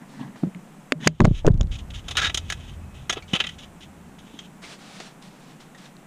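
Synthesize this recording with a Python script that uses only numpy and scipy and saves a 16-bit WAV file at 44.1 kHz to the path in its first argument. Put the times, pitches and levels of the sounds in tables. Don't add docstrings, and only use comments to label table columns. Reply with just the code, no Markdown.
import sys
import numpy as np
from scipy import signal
from scipy.fft import rfft, irfft, next_fast_len
from scipy.io import wavfile

SR = 44100
rng = np.random.default_rng(int(sys.argv[2]) if len(sys.argv) > 2 else 0)


def dump_mix(stems):
    frames = np.atleast_2d(stems).T
    limited = np.clip(frames, -1, 1)
    pcm = np.round(limited * 32767).astype(np.int16)
    wavfile.write(sys.argv[1], SR, pcm)


N = 267448
T = np.arange(N) / SR

# t/s, level/dB, contact resonance f/Hz, T60/s, quality factor Q
CONTACTS = [(.358, -43, 1580, 0.076, 1.2), (.435, -37, 1220, 0.012, 1.1), (.548, -42.5, 2350, 0.01, 2.8),
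            (.9218, -10.5, 2580, 0.0084, 1.8), (1.0728, -3.5, 2310, 0.017, 1.7),
            (1.075, -3, 4550, 0.0081, 2.3), (1.2041, -3.5, 1360, 0.01, 1.8), (1.217, -17, 1500, 0.0051, 1),
            (1.247, -13, 1400, 0.011, 0.56), (1.2519, -6, 2740, 0.014, 0.91),
            (1.4476, -14.5, 595, .0068, 2), (1.4555, -21.5, 740, .018, 1.95),
            (1.4664, -21, 4500, .009, 0.76), (1.477, -17.5, 550, 0.016, 1.6),
            (1.4833, -15, 1700, 0.011, 0.85), (1.6108, -22.5, 3400, 0.0049, 2.5),
            (1.631, -39, 3630, 0.011, 2.8), (4.636, -43, 2300, 0.16, 4.4), (5.001, -34, 3500, 0.088, 1.2)]
# f/Hz, level/dB
CASE_SPECTRUM = [(60, -15), (250, 6.5), (1100, -1), (1500, -1.5), (3000, -6.5), (7000, -1.5), (8500, 0),
                 (11500, -8), (15000, -16.5)]
# f/Hz, bandwidth/Hz, level/dB
CASE_MODES = [(602, 21, 8.5), (2160, 170, -1), (3640, 1000, -7.5), (6750, 220, 9.5)]
# t/s, f/Hz, level/dB, rise/cycles
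SOFT_BLOWS = [(.285, 199, -33, 1.5), (.428, 169.5, -17.5, 1.7), (.435, 270, -11, 0.5),
              (.467, 183, -19.5, 1.05), (0.55, 176.7, -31, 2), (.923, 255, -17.5, 1.17),
              (.95, 159, -26, 2.5), (1.06, 158, -9.5, 2.5), (1.071, 210, -2, 0.58), (1.2, 228, 3, 0.43),
              (1.217, 201, -2.5, 0.69), (1.2519, 646, 3, 0.69), (1.272, 151, 0, .45),
              (1.45, 476, -17, 0.59), (1.466, 151, -3, 0.57), (1.477, 428, 4, 0.87),
              (3.169, 410, -24.5, 0.54), (3.333, 176, -12.5, 0.41), (3.333, 392, -23, 0.57),
              (4.339, 286, -34.5, 0.62)]
# t/s, f/Hz, level/dB, rocking interval/s, change per rock/dB
CAMERA_LANDINGS = [(1.208, 139, 6, .034, -1.5), (1.502, 112, 6, 0.039, -12), (1.607, 92, -6, 0.033, -6.5),
                   (1.746, 66.7, -28.5, 0.068, -3.5)]
# t/s, duration/s, level/dB, growth/dB
GRIND_STROKES = [(1.199, 0.014, -12, 13.5), (1.244, 0.016, -6.5, 5), (1.449, 0.039, -11.5, 13),
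                 (1.604, 0.022, -21.5, -22)]
# f/Hz, level/dB
GRIND_SPECTRUM = [(30, 12), (80, -14.5), (190, 5.5), (600, -9.5), (1100, -29.5), (2000, -45),
                  (12000, -64.5)]
# t/s, level/dB
GRAIN_TICKS = [(1.063, -34.5), (1.2375, -43), (1.267, -41), (1.2705, -41), (1.5185, -46.5), (1.542, -45),
               (1.576, -47), (1.671, -50), (5.225, -47.5), (5.967, -51.5)]
# f/Hz, level/dB
GRAIN_SPECTRUM = [(2300, -8), (3600, 2.5), (4800, -4.5), (6800, -6), (11000, -27)]
# t/s, mid-band level/dB, body re mid/dB, edge re mid/dB, T60/s,
# rebound delay/s, rebound re strike/dB, f/Hz favoured by the spot struck
PART_STRIKES = [(2.083, -35.5, -8.5, -4.5, .059, .026, 1, 3700),
                (2.154, -37.5, -5, -15, 0.017, .0072, -5, 3500),
                (2.171, -23.5, -20.5, -5, 0.016, 0.01, -12, 3620),
                (2.297, -32.5, -9, -14, 0.027, 0.012, -26, 2420),
                (2.346, -27.5, -13.5, -0.5, 0.018, 0.029, -1, 3140),
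                (2.502, -29.5, -13, -6, 0.016, 0.022, -1.5, 1660),
                (3.0965, -23.5, -8, -5, 0.047, 0.03, -8, 6470),
                (3.158, -44, -1.5, -17.5, 0.075, 0.012, 6, 2550),
                (3.334, -22, -13, -14.5, 0.06, .017, -2.5, 2930),
                (3.363, -30.5, -9.5, -14, 0.034, 0.03, -9, 2660),
                (3.402, -20.5, -15.5, -17, 0.048, 0.038, -11, 2740),
                (3.468, -32.5, -20, -11, 0.031, 0.023, -5.5, 2930)]
# f/Hz, bandwidth/Hz, level/dB
PART_RESONANCES = [(754, 44, -1.5), (1343, 130, 1.5), (1690, 32, 3), (1960, 54, 5), (2260, 33, -1),
                   (2505, 51, 2), (2610, 26, 4), (2780, 83, -1), (3070, 180, 7.5), (3426, 167, 4.5),
                   (3786, 43, 5.5), (5170, 330, -8.5), (5760, 150, -4.5), (6480, 155, 0),
                   (9120, 880, -12.5)]
# f/Hz, level/dB
PART_SPECTRUM = [(200, -4.5), (700, -5.5), (1000, -10.5), (2000, -1.5), (3700, 0.5), (4400, -11),
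                 (6900, -4.5), (8200, -16), (11000, -51), (15000, -70.5)]
# t/s, duration/s, level/dB, growth/dB, creak f/Hz
DRAG_STROKES = [(2.171, 0.029, -20.5, -3.5, 1390), (2.215, 0.034, -24, -2, 1660),
                (2.243, 0.029, -23.5, -4, 3750)]
# t/s, duration/s, level/dB, growth/dB
RUB_STROKES = [(1.0, 0.082, -41, 11), (1.1, 0.26, -51, 9), (1.33, 0.063, -45, 19),
               (1.71, 0.055, -40.5, -7.5), (1.784, 0.0061, -38, -1.5), (1.902, 0.0069, -38.5, -8),
               (1.935, 0.061, -42, -6), (2.035, 0.71, -55, -3.5), (2.48, 0.028, -45, 14),
               (2.6, 0.1, -56, 3), (2.942, 0.14, -54.5, -18), (3.275, 0.27, -48, -6.5),
               (3.582, 0.065, -45, -6), (3.803, 0.033, -45.5, 2), (4.184, .008, -44.5, -4),
               (4.2, 0.261, -56.5, 7.5)]
# f/Hz, level/dB
DRAG_SPECTRUM = [(500, -3), (1500, 5.5), (3000, -2), (4200, 2), (9000, -7.5)]
RUB_SPECTRUM = [(700, -7), (1700, -4), (3000, 2.5), (4500, -0.5), (8000, -2.5)]
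# t/s, level/dB, f/Hz, T60/s
METAL_TAPS = [(3.224, -40, 2300, 0.073), (4.39, -32, 3220, 0.059), (5.748, -44.5, 1885, .1),
              (5.856, -45, 3640, 0.043)]
# t/s, duration/s, level/dB, growth/dB
GRIP_STROKES = [(.005, 0.088, -47, -21), (.115, .035, -41, 3), (.185, 0.034, -31.5, 0),
                (.25, 0.32, -54.5, -12), (.99, 0.052, -35, 8)]
# f/Hz, level/dB
GRIP_SPECTRUM = [(70, -34), (150, 0.5), (300, -5.5), (450, -27.5), (950, -22), (1400, -29), (1850, -21),
                 (3000, -37.5), (6500, -51.5), (12000, -69)]
# t/s, duration/s, level/dB, growth/dB
SLEEVE_STROKES = [(.08, 0.16, -56.5, 0), (.352, 0.068, -57, -4), (4.615, 0.12, -43.5, 0.5),
                  (4.78, 0.29, -48.5, 7.5), (5.212, 0.06, -49.5, -3), (5.3, 0.22, -58, 6),
                  (5.595, 0.011, -46, -2), (5.77, 0.089, -51, 3)]
# f/Hz, level/dB
SLEEVE_SPECTRUM = [(150, -10), (500, -2.5), (1000, -2.5), (1600, -3), (2300, -4), (3400, -3), (5500, -7.5),
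                   (10000, -17), (11000, -37), (15000, -33)]
# f/Hz, level/dB
DRONE_SPECTRUM = [(18, -27), (30, -7), (62, -5), (84, -0.5), (108, -11.5), (132, -4), (155, -21.5),
                  (300, -39), (900, -76)]
# f/Hz, level/dB
AIR_SPECTRUM = [(25, -9), (90, -45), (135, -2), (190, 1.5), (330, -10.5), (500, -14.5), (750, -13.5),
                (1500, -20), (2600, -25), (4700, -35.5), (7700, -30), (12000, -38.5), (15000, -42)]


def contacts(tail_db=-42, tail_t60=0.07):
    out, t = np.zeros(N), T[:SR // 8]
    for start, db, contact_hz, t60, q in CONTACTS:
        force = rng.standard_normal(len(t)) * (fade(t, t60) + undb(tail_db) * fade(t, tail_t60))
        force[0] = 1
        w = 2 * np.tan(np.pi * contact_hz / SR)
        contact = signal.bilinear([w * w], [1, w / q, w * w])
        ring = signal.lfilter(*contact, colour(force, CASE_SPECTRUM, CASE_MODES))
        add(out, start, undb(db) * ring / np.std(ring[:SR // 250]))
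    return out


def thuds(wobble_rad=0.27):
    out, t = np.zeros(N), T[:SR // 3]
    for start, hz, db, rise_cycles in SOFT_BLOWS + rocks():
        age = t * hz / rise_cycles
        wobble = wobble_rad * unit(band(rng.standard_normal(len(t)), hz, "low"))
        swing = (age * np.exp(1 - age)) ** 0.92 * np.sin(2 * np.pi * hz * t + wobble)
        add(out, start, undb(db) * band(swing, hz / 2, "high", order=3))
    return out


def rocks(count=4, rise_cycles=0.31, pitch_ratio=0.96):
    return [(start + k * gap, hz * pitch_ratio ** k, db + k * step_db, rise_cycles)
            for start, hz, db, gap, step_db in CAMERA_LANDINGS for k in range(count)]


def sway(hz=33, sway_db=-11, rise_s=0.042, db_per_db=0.87):
    out, t = np.zeros(N), T[:SR // 2]
    envelope = t / rise_s * np.exp(1 - t / rise_s)
    for start, _, db, _, _ in CAMERA_LANDINGS:
        wobble = unit(band(rng.standard_normal(len(t)), hz, "low"))
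        add(out, start, undb(sway_db + db_per_db * db) * envelope * np.sin(2 * np.pi * hz * t + wobble))
    return band(out, hz / 2, "high")


def grind():
    crunch = colour(friction(slips_per_s=810, spread_db=0.5, hiss=0.17), GRIND_SPECTRUM)
    return unit(crunch) * strokes(GRIND_STROKES, attack_s=0.0035, release_t60=0.083)


def grit(t60=0.009):
    out, t = np.zeros(N), T[:SR // 20]
    for start, db in GRAIN_TICKS:
        tick = colour(rng.standard_normal(len(t)) * fade(t, t60), GRAIN_SPECTRUM)
        add(out, start, undb(db) * tick / np.std(tick[:SR // 250]))
    return out


def clacks(gain_db=1, rise_s=0.0026, echo_db=-23, echo_t60=0.081, spot_width_hz=450, spot_db=5):
    out, t = np.zeros(N), T[:SR // 4]
    onset = (1 - np.exp(-t / rise_s)) ** 2
    echo = undb(echo_db) * fade(t, echo_t60)
    for strike_s, strike_db, body_db, edge_db, t60, gap, rebound_db, spot_hz in PART_STRIKES:
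        for start, db in (strike_s, strike_db), (strike_s + gap, strike_db + rebound_db):
            blow = rng.standard_normal(len(t)) * onset * (fade(t, t60) + echo)
            ring = colour(blow, PART_SPECTRUM, PART_RESONANCES)
            ring = colour(ring, [(spot_hz, 0)], [(spot_hz, spot_width_hz, spot_db)])
            for band_hz, band_db in ([1200, 4200], 0), ([300, 1200], body_db), ([4200, 13500], edge_db):
                share = band(ring, band_hz, "band", order=3)
                share /= np.std(share[:SR // 50])
                add(out, start - rise_s, undb(db + gain_db + band_db) * share)
    return out


def scrapes(rub_db=-1, catch_db=2, creak_width_hz=70, creak_db=13):
    fine = colour(friction(slips_per_s=1100, spread_db=2.5, hiss=0.76), PART_SPECTRUM, PART_RESONANCES)
    rub = unit(colour(fine, RUB_SPECTRUM)) * strokes(RUB_STROKES, attack_s=0.0063, release_t60=0.076)
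    out = rub * undb(rub_db + catch_db * walk(45))
    hard = colour(friction(slips_per_s=1500, spread_db=2.5, hiss=0.66), PART_SPECTRUM, PART_RESONANCES)
    for *stroke, creak_hz in DRAG_STROKES:
        drag = colour(hard, DRAG_SPECTRUM, [(creak_hz, creak_width_hz, creak_db)])
        out += unit(drag) * strokes([stroke], attack_s=0.0054, release_t60=0.087)
    return out


def pings(overtone_ratio=1.94, overtone_db=-9, tick_db=-6, tick_t60=0.069, waver_rad=0.95):
    out, t = np.zeros(N), T[:SR // 4]
    for start, db, hz, t60 in METAL_TAPS:
        phase = 2 * np.pi * hz * t + waver_rad * walk(300)[:len(t)]
        note = (np.sin(phase) + undb(overtone_db) * np.sin(overtone_ratio * phase)) * fade(t, t60)
        tick = unit(colour(rng.standard_normal(len(t)), PART_SPECTRUM)) * fade(t, tick_t60)
        add(out, start, undb(db) * (note + undb(tick_db) * tick))
    return out


def metal_ring(start_s=2.1, hz=2560, db=-54.5, t60=5):
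    out, t = np.zeros(N), T[:3 * SR]
    phase = 2 * np.pi * hz * t + walk(51.4)[:len(t)]
    add(out, start_s, undb(db) * fade(t, t60) * np.sin(phase))
    return out * (1 + walk(29.16) / 2)


def grip(gain_db=1, flutter_db=3, low_cut_hz=125):
    slide = colour(friction(slips_per_s=830, spread_db=1.5, hiss=0.76), GRIP_SPECTRUM)
    octaves = [band(slide, [hz, 2 * hz], "band") * undb(flutter_db * walk(60))
               for hz in 80 * 2 ** np.arange(8)]
    rustle = unit(sum(octaves)) * strokes(GRIP_STROKES, attack_s=0.021, release_t60=0.21)
    return undb(gain_db) * band(rustle, low_cut_hz, "high", order=4)


def sleeve(gain_db=-1, swell_db=1.3):
    slide = colour(friction(slips_per_s=900, spread_db=0, hiss=2.5), SLEEVE_SPECTRUM)
    rustle = unit(slide) * strokes(SLEEVE_STROKES, attack_s=0.013, release_t60=0.22)
    return undb(gain_db + swell_db * walk(28)) * rustle


def background(air_db=-47, drone_db=-37.5, drone_start_s=1.07, hold_s=1.56, fade_db_per_s=13):
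    air = unit(colour(rng.standard_normal(N), AIR_SPECTRUM)) * undb(air_db)
    age = T - drone_start_s
    drone = unit(colour(rng.standard_normal(N), DRONE_SPECTRUM)) * (age > 0)
    return air + drone * undb(drone_db - fade_db_per_s * np.maximum(age - hold_s, 0))


def friction(slips_per_s, spread_db, hiss):
    slips = (rng.random(N) < slips_per_s / SR) * rng.choice([-1, 1], N)
    sizes = undb(spread_db * np.minimum(rng.exponential(size=N), 3))
    return unit(unit(slips * sizes) + hiss * rng.standard_normal(N))


def strokes(rows, attack_s, release_t60):
    gain = np.zeros(N)
    for start, duration, db, growth_db in rows:
        progress = np.clip((T - start) / duration, 0, 1)
        attack = np.clip((T - start) / attack_s, 0, 1)
        release = fade(np.maximum(T - start - duration, 0), release_t60)
        gain += undb(db + growth_db * (progress - 0.5)) * attack * release
    return gain


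def colour(x, spectrum, modes=()):
    size = next_fast_len(len(x) + 4096)
    f = np.arange(size // 2 + 1) * SR / size + 1e-3
    hz, db = np.transpose(spectrum)
    gain = undb(np.interp(np.log(f), np.log(hz), db))
    for centre, width, mode_db in modes:
        resonance = undb(mode_db) / np.hypot(1, 2 * (f - centre) / width)
        gain = np.hypot(gain, resonance)
    cepstrum = irfft(np.log(gain), size)
    cepstrum[1:size // 2] *= 2
    cepstrum[size // 2 + 1:] = 0
    return irfft(rfft(x, size) * np.exp(rfft(cepstrum)), size)[:len(x)]


def band(x, hz, kind, order=2):
    return signal.sosfilt(signal.butter(order, hz, kind, fs=SR, output="sos"), x)


def fade(t, t60):
    return np.exp(-np.log(1000) * t / t60)


def walk(rate_hz):
    knots = np.arange(0, N / SR + 1, 1 / rate_hz)
    return np.interp(T, knots, rng.standard_normal(len(knots)))


def undb(db):
    return 10 ** (np.asarray(db) / 20)


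def unit(x):
    return x / np.sqrt(np.mean(x ** 2))


def add(out, start_s, sound):
    i = int(start_s * SR)
    out[i:i + len(sound)] += sound[:len(out) - i]


def scene():
    handling = contacts() + thuds() + sway() + grind() + grit()
    part = clacks() + pings() + scrapes() + metal_ring()
    return (handling + part + grip() + sleeve() + background())[None]


def record(dry, threshold_db=-4, recovery_db_per_s=32, attack_s=0.0014, ceiling=0.85, top_hz=15400):
    over_db = np.maximum(20 * np.log10(np.abs(dry[0]) + 1e-9) - threshold_db, 0)
    held_db = np.maximum.accumulate(over_db + recovery_db_per_s * T) - recovery_db_per_s * T
    duck_db = band(held_db, 1 / (2 * np.pi * attack_s), "low", order=1)
    clipped = np.clip(dry * undb(-duck_db), -ceiling, ceiling)
    return signal.sosfiltfilt(signal.ellip(8, 0.1, 50, top_hz, fs=SR, output="sos"), clipped)


dry = scene()
out = record(dry)
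dump_mix(out)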